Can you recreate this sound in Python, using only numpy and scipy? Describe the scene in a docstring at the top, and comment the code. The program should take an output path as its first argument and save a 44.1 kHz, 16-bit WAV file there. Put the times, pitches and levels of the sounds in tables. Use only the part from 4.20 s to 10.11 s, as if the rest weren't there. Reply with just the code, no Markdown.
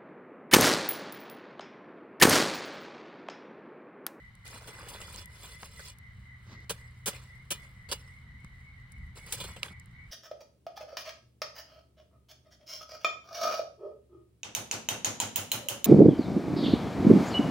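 """A steel shovel scrapes through the coals of a campfire at night, chops four times into a charred log and
shoves the wood about: bursts of tiny breaks crunch and rattle charcoal pieces, and damped modes ring in the blade.
Short noise bursts make sharp cracks and ticks, low sine swings the thuds, fine breaks the sizzle and a dusty scuff.
Filtered noise rumbles as flames close to the microphone and hisses as the open air further off;
two crickets chirp in blurred tones, and a distant motor hums as one wavering sine."""
import sys
import numpy as np
from scipy import signal
from scipy.fft import rfft, irfft
from scipy.io import wavfile

SR = 44100
rng = np.random.default_rng(int(sys.argv[2]) if len(sys.argv) > 2 else 0)


def store_pcm(level_fs):
    """Save levels as 16-bit WAV."""
    pcm = np.round(np.clip(level_fs, -1, 1) * 32767).astype(np.int16)
    wavfile.write(sys.argv[1], SR, np.atleast_2d(pcm).T)


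N = 260631
TIME = np.arange(N) / SR

# the blade strikes or catches on charcoal; body and ring are set before their overall trims:
# (time [s], level [dB], length of the bite [s], dull body [dB], blade ring against the bite [dB],
#  clank pitch [Hz], clank against the bite [dB])
BITES = [(0.473, -45, 0.015, 2, -8, 3380, -21), (.684, -44.5, 0.017, -13, -11, 2900, -18),
         (.812, -47.5, 0.0084, 2, -9, 3000, -4), (1.427, -54, 0.0026, 16, -10, 1050, 8),
         (1.593, -50.5, .002, 7, -7, 1670, 5.5), (2.495, -29, 0.013, 1.5, -14, 4800, -21),
         (2.859, -28.5, 0.027, -4.5, -6.5, 2540, -16), (2.93, -53, .004, 13.5, 7, 3450, -7),
         (2.943, -58.5, 0.022, 2, 11, 2440, 5.5), (3.305, -29, 0.016, -5.5, -5, 2960, -11),
         (3.688, -51.5, .018, 5.5, 7, 4500, -1.5), (3.714, -32, 0.015, .5, -6.5, 4840, -7),
         (5.123, -27, .0026, -27, -5.5, 2280, -20), (5.137, -41.5, 0.013, -20, -6, 2200, -10),
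         (5.201, -44, 0.014, -1, 8, 3470, 0), (5.238, -41, 0.0095, 4, -7, 3570, -14),
         (5.363, -47, 0.0018, 10.5, -6, 2920, 1.5), (5.481, -53, .0024, 8, -13, 3420, 2)]


def gain_of(db):
    """Decibels to amplitude."""
    return 10 ** (np.asarray(db) / 20)


def evened(x):
    """Scales to rms 1."""
    return x / np.sqrt(np.mean(x ** 2) + 1e-20)


def read(points, hz):
    """Reads a table on a log-frequency axis."""
    f, value = np.transpose(points)
    return np.interp(np.log(hz + 1), np.log(f + 1), value)


def add(mix, s, sound):
    """Adds a sound to the mix at time s."""
    part = mix[max(round(s * SR), 0):][:len(sound)]
    part += sound[:len(part)]


def wander(rate_hz):
    """A smooth random curve of rms 1 that moves at about the given rate."""
    steps = np.arange(0, N + SR, SR / (8 * rate_hz))
    bell = signal.windows.gaussian(15, 1.8)
    slow = signal.fftconvolve(rng.standard_normal(len(steps)), bell, "same")
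    return evened(np.interp(np.arange(N), steps, slow))


def colour(x, spectrum, size=2048):
    """Causal filter of energy 1 with the shape of the given spectrum."""
    log_gain = np.log(gain_of(read(spectrum, abs(np.fft.fftfreq(size, 1 / SR)))))
    minimum_phase = np.exp(np.conj(signal.hilbert(log_gain)))
    taps = np.fft.ifft(minimum_phase).real
    return signal.oaconvolve(x, taps / np.linalg.norm(taps))[:N]


def fractures(per_s, spread_db):
    """A train of tiny breaks of rms 1: many small, a few large."""
    at = np.flatnonzero(rng.random(N) < per_s / SR)
    draw = rng.uniform(-1, 1, N)[at]
    rarity = np.minimum(-np.log(abs(draw)), 4)  # the cap bounds the largest breaks
    out = np.zeros(N)
    out[at] = np.sign(draw) * gain_of(spread_db * rarity)
    return evened(out)


def ring(x, hz, width_hz):
    """One damped mode whose impulse response has energy 1."""
    r, turn = np.exp(-np.pi * width_hz / SR), 2 * np.pi * hz / SR
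    feed = np.sqrt(2 * (1 - r * r)) * np.array([1, -r * np.cos(turn)])
    return signal.lfilter(feed, [1, -2 * r * np.cos(turn), r * r], x + 1e-18)


def chips(breaks, low_hz, high_hz, sharpness, count=60, size=400):
    """Each break rings one piece of charcoal: small pieces clink high, big ones low."""
    hz = np.geomspace(low_hz, high_hz, count)[:, None]
    damping = np.exp(-np.pi * hz / sharpness * TIME[:size])
    pieces = hz * damping * np.sin(2 * np.pi * hz * TIME[:size])
    pieces /= np.sqrt((pieces ** 2).sum(1).mean())
    at = np.flatnonzero(breaks)
    rings = breaks[at, None] * pieces[rng.integers(0, count, N)[at]]
    return np.bincount((at[:, None] + np.arange(size)).ravel(), rings.ravel(), N)[:N]


def chops(fall_s=0.01, body_rise_s=0.012, body_fall_s=0.0065, body_db=-1, ring_db=-4.0, clank_width_hz=260):
    """Each bite is a burst of breaks with a short clank; the log answers later. 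Returns sound and blade force."""
    # bright crunch of the charcoal: (frequency [Hz], relative level [dB])
    crunch_spectrum = [(300, -12.5), (1200, -12), (2000, -9), (3000, 7), (4700, 0.5), (6000, 5.5),
                       (8000, 3.5), (10500, 7.5), (12500, 1), (16000, 5)]
    # dull answer of the log: (frequency [Hz], relative level [dB])
    log_spectrum = [(60, -51), (170, 4.5), (290, -7), (450, 8), (580, 5.5), (720, -10), (1000, -1.5),
                    (1600, -1), (2400, -13), (6000, -43)]
    bite_rise_s = .0006
    # a bite into solid wood loses treble: slope of a crisp bite [dB an octave],
    # body level where dulling starts [dB], extra slope per dB of body
    crisp_tilt_db, dull_from_db, dulling = -1, -2, 0.72
    crack, push, clank, shake = np.zeros((4, N))
    t = TIME[:SR // 5]
    octaves = np.log2(np.maximum(np.fft.rfftfreq(len(t), 1 / SR), 1000) / 5000)
    breaks = fractures(per_s=8300, spread_db=2.5)
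    for s, db, length, dull_db, blade_db, clank_hz, clank_db in BITES:
        after = np.maximum(t - length, 0)
        swell = (1 - np.exp(-t / bite_rise_s)) * np.exp(-after / fall_s)
        bite = gain_of(db) * swell * breaks[round(s * SR):][:len(t)]
        tilt_db = crisp_tilt_db - dulling * max(dull_db - dull_from_db, 0)
        add(crack, s, irfft(rfft(bite) * gain_of(tilt_db * octaves), len(t)))
        add(clank, s, gain_of(clank_db) * ring(bite, clank_hz, clank_width_hz))
        body_swell = (1 - np.exp(-t / body_rise_s)) * np.exp(-after / body_fall_s)
        add(push, s, gain_of(db + dull_db) * body_swell)
        add(shake, s, gain_of(blade_db) * bite)
    body = colour(push * fractures(per_s=5000, spread_db=3), log_spectrum)
    sound = colour(crack, crunch_spectrum) + clank + gain_of(body_db) * body
    return sound, gain_of(ring_db) * shake


def scrapes(ash_db=-6, grit_db=1, body_db=-2, ring_db=2):
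    """Ash hisses under the blade, grit clinks in catches, lumps grind lower. Returns sound and blade force."""
    # three strokes through the coals, pressure on the blade before the trims: (time [s], grit level [dB])
    strokes = [
        [(.249, -59), (.254, -53), (.39, -59), (.67, -59.5), (.72, -57), (.86, -58.5), (.92, -53.5),
         (1.015, -51), (1.055, -71.5)],
        [(1.07, -73), (1.16, -61.5), (1.26, -55), (1.36, -61.5), (1.46, -58), (1.53, -62.5), (1.6, -55.5),
         (1.685, -51), (1.74, -72)],
        [(4.951, -70), (4.957, -57), (5.03, -64.5), (5.11, -53), (5.25, -55.5), (5.42, -71.5), (5.437, -48.5),
         (5.49, -67), (5.53, -70)],
    ]
    # big lumps grinding under each stroke, against its grit: (start [dB], halfway [dB], end [dB])
    lump_levels = [(-3.5, 6, -9), (0, -9.5, -14), (-1.5, -5, 4.5)]
    # hiss and clink of the grit: (frequency [Hz], relative level [dB])
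    grit_spectrum = [(300, -6), (1200, -4.5), (2200, -5), (3500, -1), (5000, 2), (6000, -2.5), (8000, -3),
                     (10500, -3.5), (13000, -10.5), (16000, -1.5)]
    # low grind of the lumps: (frequency [Hz], relative level [dB])
    coal_spectrum = [(100, 9), (300, -3.5), (520, -1), (720, -7), (1000, -1.5), (1600, -3), (2500, -9.5),
                     (6000, -48)]
    # crumbs settle after every bite, more after a long one: level against the bite [dB],
    # for a bite of this length [s], fade [s], big lumps against the crumbs [dB]
    spill_db, spill_bite_s, spill_fade_s, spill_lumps_db = -29.5, 0.017, 0.11, -1.5
    grit, lumps = np.zeros((2, N))
    for stroke, lumps_db in zip(strokes, lump_levels):
        s, db = np.transpose(stroke)
        pressure = gain_of(np.interp(TIME, s, db, left=-np.inf, right=-np.inf))
        lump_times = np.linspace(s[0], s[-1], len(lumps_db))
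        grit += pressure
        lumps += pressure * gain_of(np.interp(TIME, lump_times, lumps_db))
    for s, db, length, *_ in BITES:
        crumbs = gain_of(db + spill_db) * length / spill_bite_s * np.exp(-TIME[:SR] / spill_fade_s)
        add(grit, s + length, crumbs)
        add(lumps, s + length, gain_of(spill_lumps_db) * crumbs)
    catches = evened(gain_of(2.2 * wander(rate_hz=45)))
    ash = grit * catches * fractures(per_s=9000, spread_db=4.5)
    clinks = chips(grit * catches * fractures(per_s=1700, spread_db=3.3), 1800, 15000, sharpness=45)
    grind = chips(lumps * catches * fractures(per_s=1400, spread_db=3), 320, 3400, sharpness=12)
    fine = colour(gain_of(ash_db) * ash + gain_of(grit_db) * clinks, grit_spectrum)
    sound = fine + gain_of(body_db) * colour(grind, coal_spectrum)
    return sound, gain_of(ring_db) * ash


def blade(force, contact_db=4.5, count=80):
    """The steel rings, damped by the coals; as the contact moves, each mode is driven more or less."""
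    # modes of the blade free of the coals: (pitch [Hz], relative drive [dB], t60 [s])
    modes = [(460, -5, .12), (565, -6, .1), (991, -2, .15), (1314, -3, .3), (1815, -3, .2), (2422, 2, .32),
             (2724, -5, .45), (2905, 3, .25), (3063, -5, .35), (3400, 2, .16), (3451, 3.5, .35),
             (4110, -3, .16), (4240, -5, .25), (4825, -2, .18), (5120, -6, .16), (6255, -5, .14),
             (6520, -9, .18), (7160, -5, .1), (7500, -6, .1), (7960, -4, .1), (8340, -4, .12),
             (8997, -5, .08), (9640, -3, .08), (11000, -6, .07), (11650, -6, .07), (14950, -9, .06)]
    coal_damping_hz = 7.9  # the coals press on the blade and widen each mode by this
    moments = np.linspace(0, TIME[-1], count)
    contact = evened(gain_of(contact_db * rng.standard_normal((len(modes), count))))
    out = np.zeros(N)
    for (hz, db, t60), drive in zip(modes, contact):
        width_hz = coal_damping_hz + np.log(1000) / np.pi / t60
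        out += ring(force * np.interp(TIME, moments, gain_of(db) * drive), hz, width_hz)
    return out / np.sqrt(len(modes))


def thuds(decay_s=.008, rise_s=.0011):
    """A log settles into the ash: a few low, quickly damped swings."""
    # a soft thud as a log shifts: (time [s], level before its rise and decay [dB], pitch [Hz])
    shifts = [(.343, -44, 238), (4.244, -38, 165), (5.508, -40, 187)]
    out, t = np.zeros(N), TIME[:SR // 8]
    for s, db, hz in shifts:
        envelope = (1 - np.exp(-t / rise_s)) * np.exp(-t / decay_s)
        add(out, s, gain_of(db) * envelope * np.sin(2 * np.pi * hz * t))
    return out


def sharp_cracks(rows, half_band=1.265, crest_db=8):
    """Fire snaps, gritty catches and a hard knock: each a very short burst of noise around one pitch."""
    out, t = np.zeros(N), TIME[:SR // 25]
    for s, db, hz, decay_ms in rows:
        edges = [hz / half_band, min(hz * half_band, SR / 2 - 1000)]
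        band = signal.butter(1, edges, "band", fs=SR)
        fade = np.exp(-1000 * t / decay_ms)
        crack = signal.lfilter(*band, rng.standard_normal(len(t))) * fade
        # crest_db is the allowance from the nominal peak down to the level of the noise
        add(out, s, gain_of(db - crest_db) * crack * np.linalg.norm(fade) / np.linalg.norm(crack))
    return out


def ticks(count=60):
    """The faint, chance snaps of the fire, as rows like those of the loud cracks."""
    per_s, peak_db, spread_db, centre_hz, decay_ms = 2, -55.5, 1, 10500, 1.4
    wait, size, pitch = rng.random((count, 3)).T
    times = np.cumsum(-np.log(1 - wait)) / per_s
    levels = peak_db + spread_db * (2 * size - 1)
    pitches = centre_hz * 2 ** ((pitch - .5) / 2)  # within a quarter octave either way
    return [(s, db, hz, decay_ms) for s, db, hz in zip(times, levels, pitches) if s < TIME[-1]]


def embers(level_db=-77, flare_db=2):
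    """The glowing bed sizzles in fine breaks, flaring up and dying down."""
    sizzle = fractures(per_s=2500, spread_db=3.0) * evened(gain_of(flare_db * wander(rate_hz=10)))
    return gain_of(level_db) * colour(sizzle, [(500, -20), (3000, 1.0), (9000, -3.5), (16000, -7)])


def scuff():
    """Dry dust is pressed and pushed along the ground."""
    # strength of a soft scuff: (time [s], level [dB])
    press = [(2.2, -99), (2.273, -61.5), (2.33, -51), (2.37, -62.5), (2.45, -62)]
    # colour of the dust: (frequency [Hz], relative level [dB])
    dust_spectrum = [(90, -3), (220, 9.5), (400, 1), (750, -5.5), (1200, 0), (2400, -11), (4000, -6.5),
                     (6500, -12), (9000, -31), (16000, -27)]
    s, db = np.transpose(press)
    strength = gain_of(np.interp(TIME, s, db, left=-np.inf, right=-np.inf))
    return colour(strength * fractures(per_s=6400, spread_db=2.0), dust_spectrum)


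def fireside(cracks):
    """What grinds, rings and crackles in and beside the fire."""
    bites, blows = chops()
    slides, rubbing = scrapes()
    return bites + slides + blade(blows + rubbing) + embers() + scuff() + sharp_cracks(cracks)


def flames(apart_db=-17, flutter_db=0.4, growth_db_per_s=0.7):
    """The low flutter of the fire, growing steadily with brief flares, nearly the same left and right."""
    # rumble of the flames: (frequency [Hz], relative level [dB])
    rumble_spectrum = [(15, -13.5), (28, -24), (42, -6), (62, -0.5), (90, -2), (130, -7.5), (170, -10.5),
                       (230, -19.5), (320, -37.5), (700, -74)]
    # brief flare-ups: (time [s], rise [dB])
    flare_ups = [(.97, 5.2), (2, 3.4), (4.15, 1.9), (4.83, 5.8), (5.25, 5.4)]
    draught_db, flare_s = -53, 0.056  # level at mid-scene, width of a flare-up
    shared, apart = (colour(rng.standard_normal(N), rumble_spectrum, size=8192) for _ in range(2))
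    flares = sum(db * np.exp(-.5 * ((TIME - s) / flare_s) ** 2) for s, db in flare_ups)
    growth = growth_db_per_s * (TIME - TIME.mean())
    draught = gain_of(draught_db + growth + flares + flutter_db * wander(rate_hz=5))
    return draught * (shared + gain_of(apart_db) * np.array([apart, -apart]))


def chirps(count=24):
    """Each cricket keeps its own beat, with set drifts of tempo, pitch and level: (middle s, Hz, dB)."""
    # two crickets: (first chirp [s], period [s], change of the period per chirp [s], pitch at time 0 [Hz],
    #  pitch drift [Hz per s], level at time 0 [dB], level drift [dB per s])
    singers = [(.035, .267, -.00142, 2000, -4, -56, -0.31), (.02, .2637, 0, 2000, 37, -62, 1)]
    k = np.arange(count)
    for first, period, change, hz, hz_per_s, db, db_per_s in singers:
        for s in first + period * k + change * k ** 2 / 2:
            yield s, hz + hz_per_s * s, db + db_per_s * s


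def crickets(blur_hz=85, chorus_db=-65, chorus_hz=2030, chorus_blur_hz=110):
    """Each chirp is a tone that swells and fades, blurred by its many paths through the trees."""
    out = np.zeros((2, N))
    swell = signal.windows.tukey(round(.22 * SR), .9)
    t = TIME[:len(swell)]
    for channel in out:
        paths = wander(blur_hz) + 1j * wander(blur_hz)
        for s, hz, db in chirps():
            blur = np.roll(paths, rng.integers(N))[:len(t)]
            tone = (blur * np.exp(2j * np.pi * hz * t)).real
            chirp = gain_of(db) * swell * evened(tone)
            start = s - t[-1] / 2
            add(channel, start, chirp[max(round(-start * SR), 0):])  # drop what lies before time 0
        turn = 2 * np.pi * chorus_hz * TIME  # the farthest ones merge into one steady band
        chorus = wander(chorus_blur_hz) * np.cos(turn) + wander(chorus_blur_hz) * np.sin(turn)
        channel += gain_of(chorus_db) * chorus
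    return out


def motor(waver_hz=0.95):
    """One low wavering hum."""
    # distant motor: (time [s], mean pitch [Hz], rms level [dB])
    course = [(0, 117.5, -67), (.6, 118.9, -58.5), (1.4, 120.6, -76.5), (2, 121.5, -56), (2.8, 121.4, -53),
              (3.5, 130.9, -59.5), (5.91, 121.8, -61.5)]
    s, hz, db = np.transpose(course)
    turns = np.cumsum(np.interp(TIME, s, hz) + waver_hz * wander(rate_hz=6.1)) / SR
    return np.sqrt(2) * gain_of(np.interp(TIME, s, db)) * np.sin(2 * np.pi * turns)


def night(level_db=-64.5, shared=0.69):
    """The soft, wide hiss of the open air: noise partly shared by left and right."""
    # open air: (frequency [Hz], relative level [dB])
    air_spectrum = [(100, 1), (350, 2), (620, -3), (1100, 5), (1750, 4.5), (2200, 9), (2600, -11),
                    (3000, 4), (3350, -8), (3900, -0.5), (5000, -15), (6200, -18.5), (9000, -27),
                    (16000, -31.5)]
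    common, left, right = (colour(rng.standard_normal(N), air_spectrum) for _ in range(3))
    return gain_of(level_db) * evened(shared * common + np.array([left, right]))


def stereo(shared, apart, size=1024):
    """Stereo processing turns the phase of near sounds between left and right; part of their grain differs."""
    # phase between the channels: (frequency [Hz], lead of the left [rad])
    stereo_phase = [(300, 0), (1400, -.5), (1900, -1.8), (2300, 0), (3200, -1.7), (4500, -.4), (5000, 0),
                    (5500, 2.6), (6700, 3.3), (7800, 6.2), (10000, 6.3), (11800, 9.4), (13600, 9.5),
                    (14700, 12.4)]
    # how alike the channels are: (frequency [Hz], likeness [0-1])
    stereo_likeness = [(600, .99), (1300, .85), (2000, .55), (2700, .88), (4100, .55), (6000, .6),
                       (8400, .98), (9700, .98), (10700, .7), (12400, .99), (14200, .7), (15300, .9)]
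    # balance of the channels: (frequency [Hz], left minus right [dB])
    stereo_balance = [(150, -4.5), (600, 3), (1500, 1.5), (2200, 0), (4300, -5), (7500, 0.5), (15000, 0)]
    hz, side = np.fft.rfftfreq(size, 1 / SR), np.array([[1], [-1]])
    likeness = np.clip(read(stereo_likeness, hz), 0, 1)
    balance = gain_of(side * read(stereo_balance, hz) / 2)
    turned = balance * np.exp(.5j * side * read(stereo_phase, hz))
    alike, unlike = np.sqrt((1 + likeness) / 2), side * np.sqrt((1 - likeness) / 2)
    out = 0
    for x, share in (shared, alike), (apart, unlike):
        taps = np.roll(irfft(turned * share), size // 4, axis=1)
        out = out + signal.oaconvolve(x[None], taps, axes=1)[:, size // 4:][:, :N]  # undo the roll
    return out


def clearing(x, level_db=-18, fade_s=0.018):
    """A weak, short echo from the logs and the ground."""
    tail = rng.standard_normal((2, SR // 4)) * np.exp(-TIME[:SR // 4] / fade_s)
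    tail /= np.linalg.norm(tail[0])
    scattered = signal.lfilter(*signal.butter(2, [1000, 6000], "band", fs=SR), x)
    return gain_of(level_db) * signal.oaconvolve(scattered[None], tail, axes=1)[:, :N]


def scene():
    """Shovel and fire close by, the night around them."""
    # sharp cracks: fire snaps, gritty catches of the blade, a hard knock of the shovel on wood:
    # (time [s], nominal peak level [dB], centre pitch [Hz], decay [ms])
    loud_cracks = [(.153, -42.5, 7700, .92), (.279, -30, 8950, 1), (.379, -38, 8900, 1.8),
                   (.687, -35, 9000, 3), (.816, -31.5, 6900, 1.9), (.909, -38, 8950, 0.92),
                   (.961, -24.5, 5940, .68), (1.058, -29.5, 11000, 0.99), (1.431, -29.5, 1590, 3.2),
                   (1.786, -39, 10900, 1.5), (3.727, -18, 4165, 3.1), (4.246, -43, 8504, 0.83),
                   (4.247, -38.5, 1110, 1.8), (4.720, -42.5, 9000, 3.8), (5.124, -21, 11100, 2.8),
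                   (5.126, -21.5, 2540, 3.3), (5.4312, -12, 2820, 1.85), (5.432, -27.5, 1020, 2),
                   (5.598, -38, 7570, 1.1), (5.659, -42, 10140, 0.83)]
    around = flames() + crickets() + motor() + night()
    cracks = loud_cracks + ticks()
    near = fireside(cracks)
    other_grain = fireside(cracks)  # the same events with fresh random grain
    return stereo(near, other_grain) + clearing(near) + thuds() + around


def record(dry):
    """A steep low-pass takes away the treble above the band edge."""
    edge_hz = 16000
    taps = signal.firwin(255, edge_hz, window=("kaiser", 8), fs=SR)
    return signal.oaconvolve(dry, taps[None], "same")


dry = scene()
out = record(dry)
store_pcm(out)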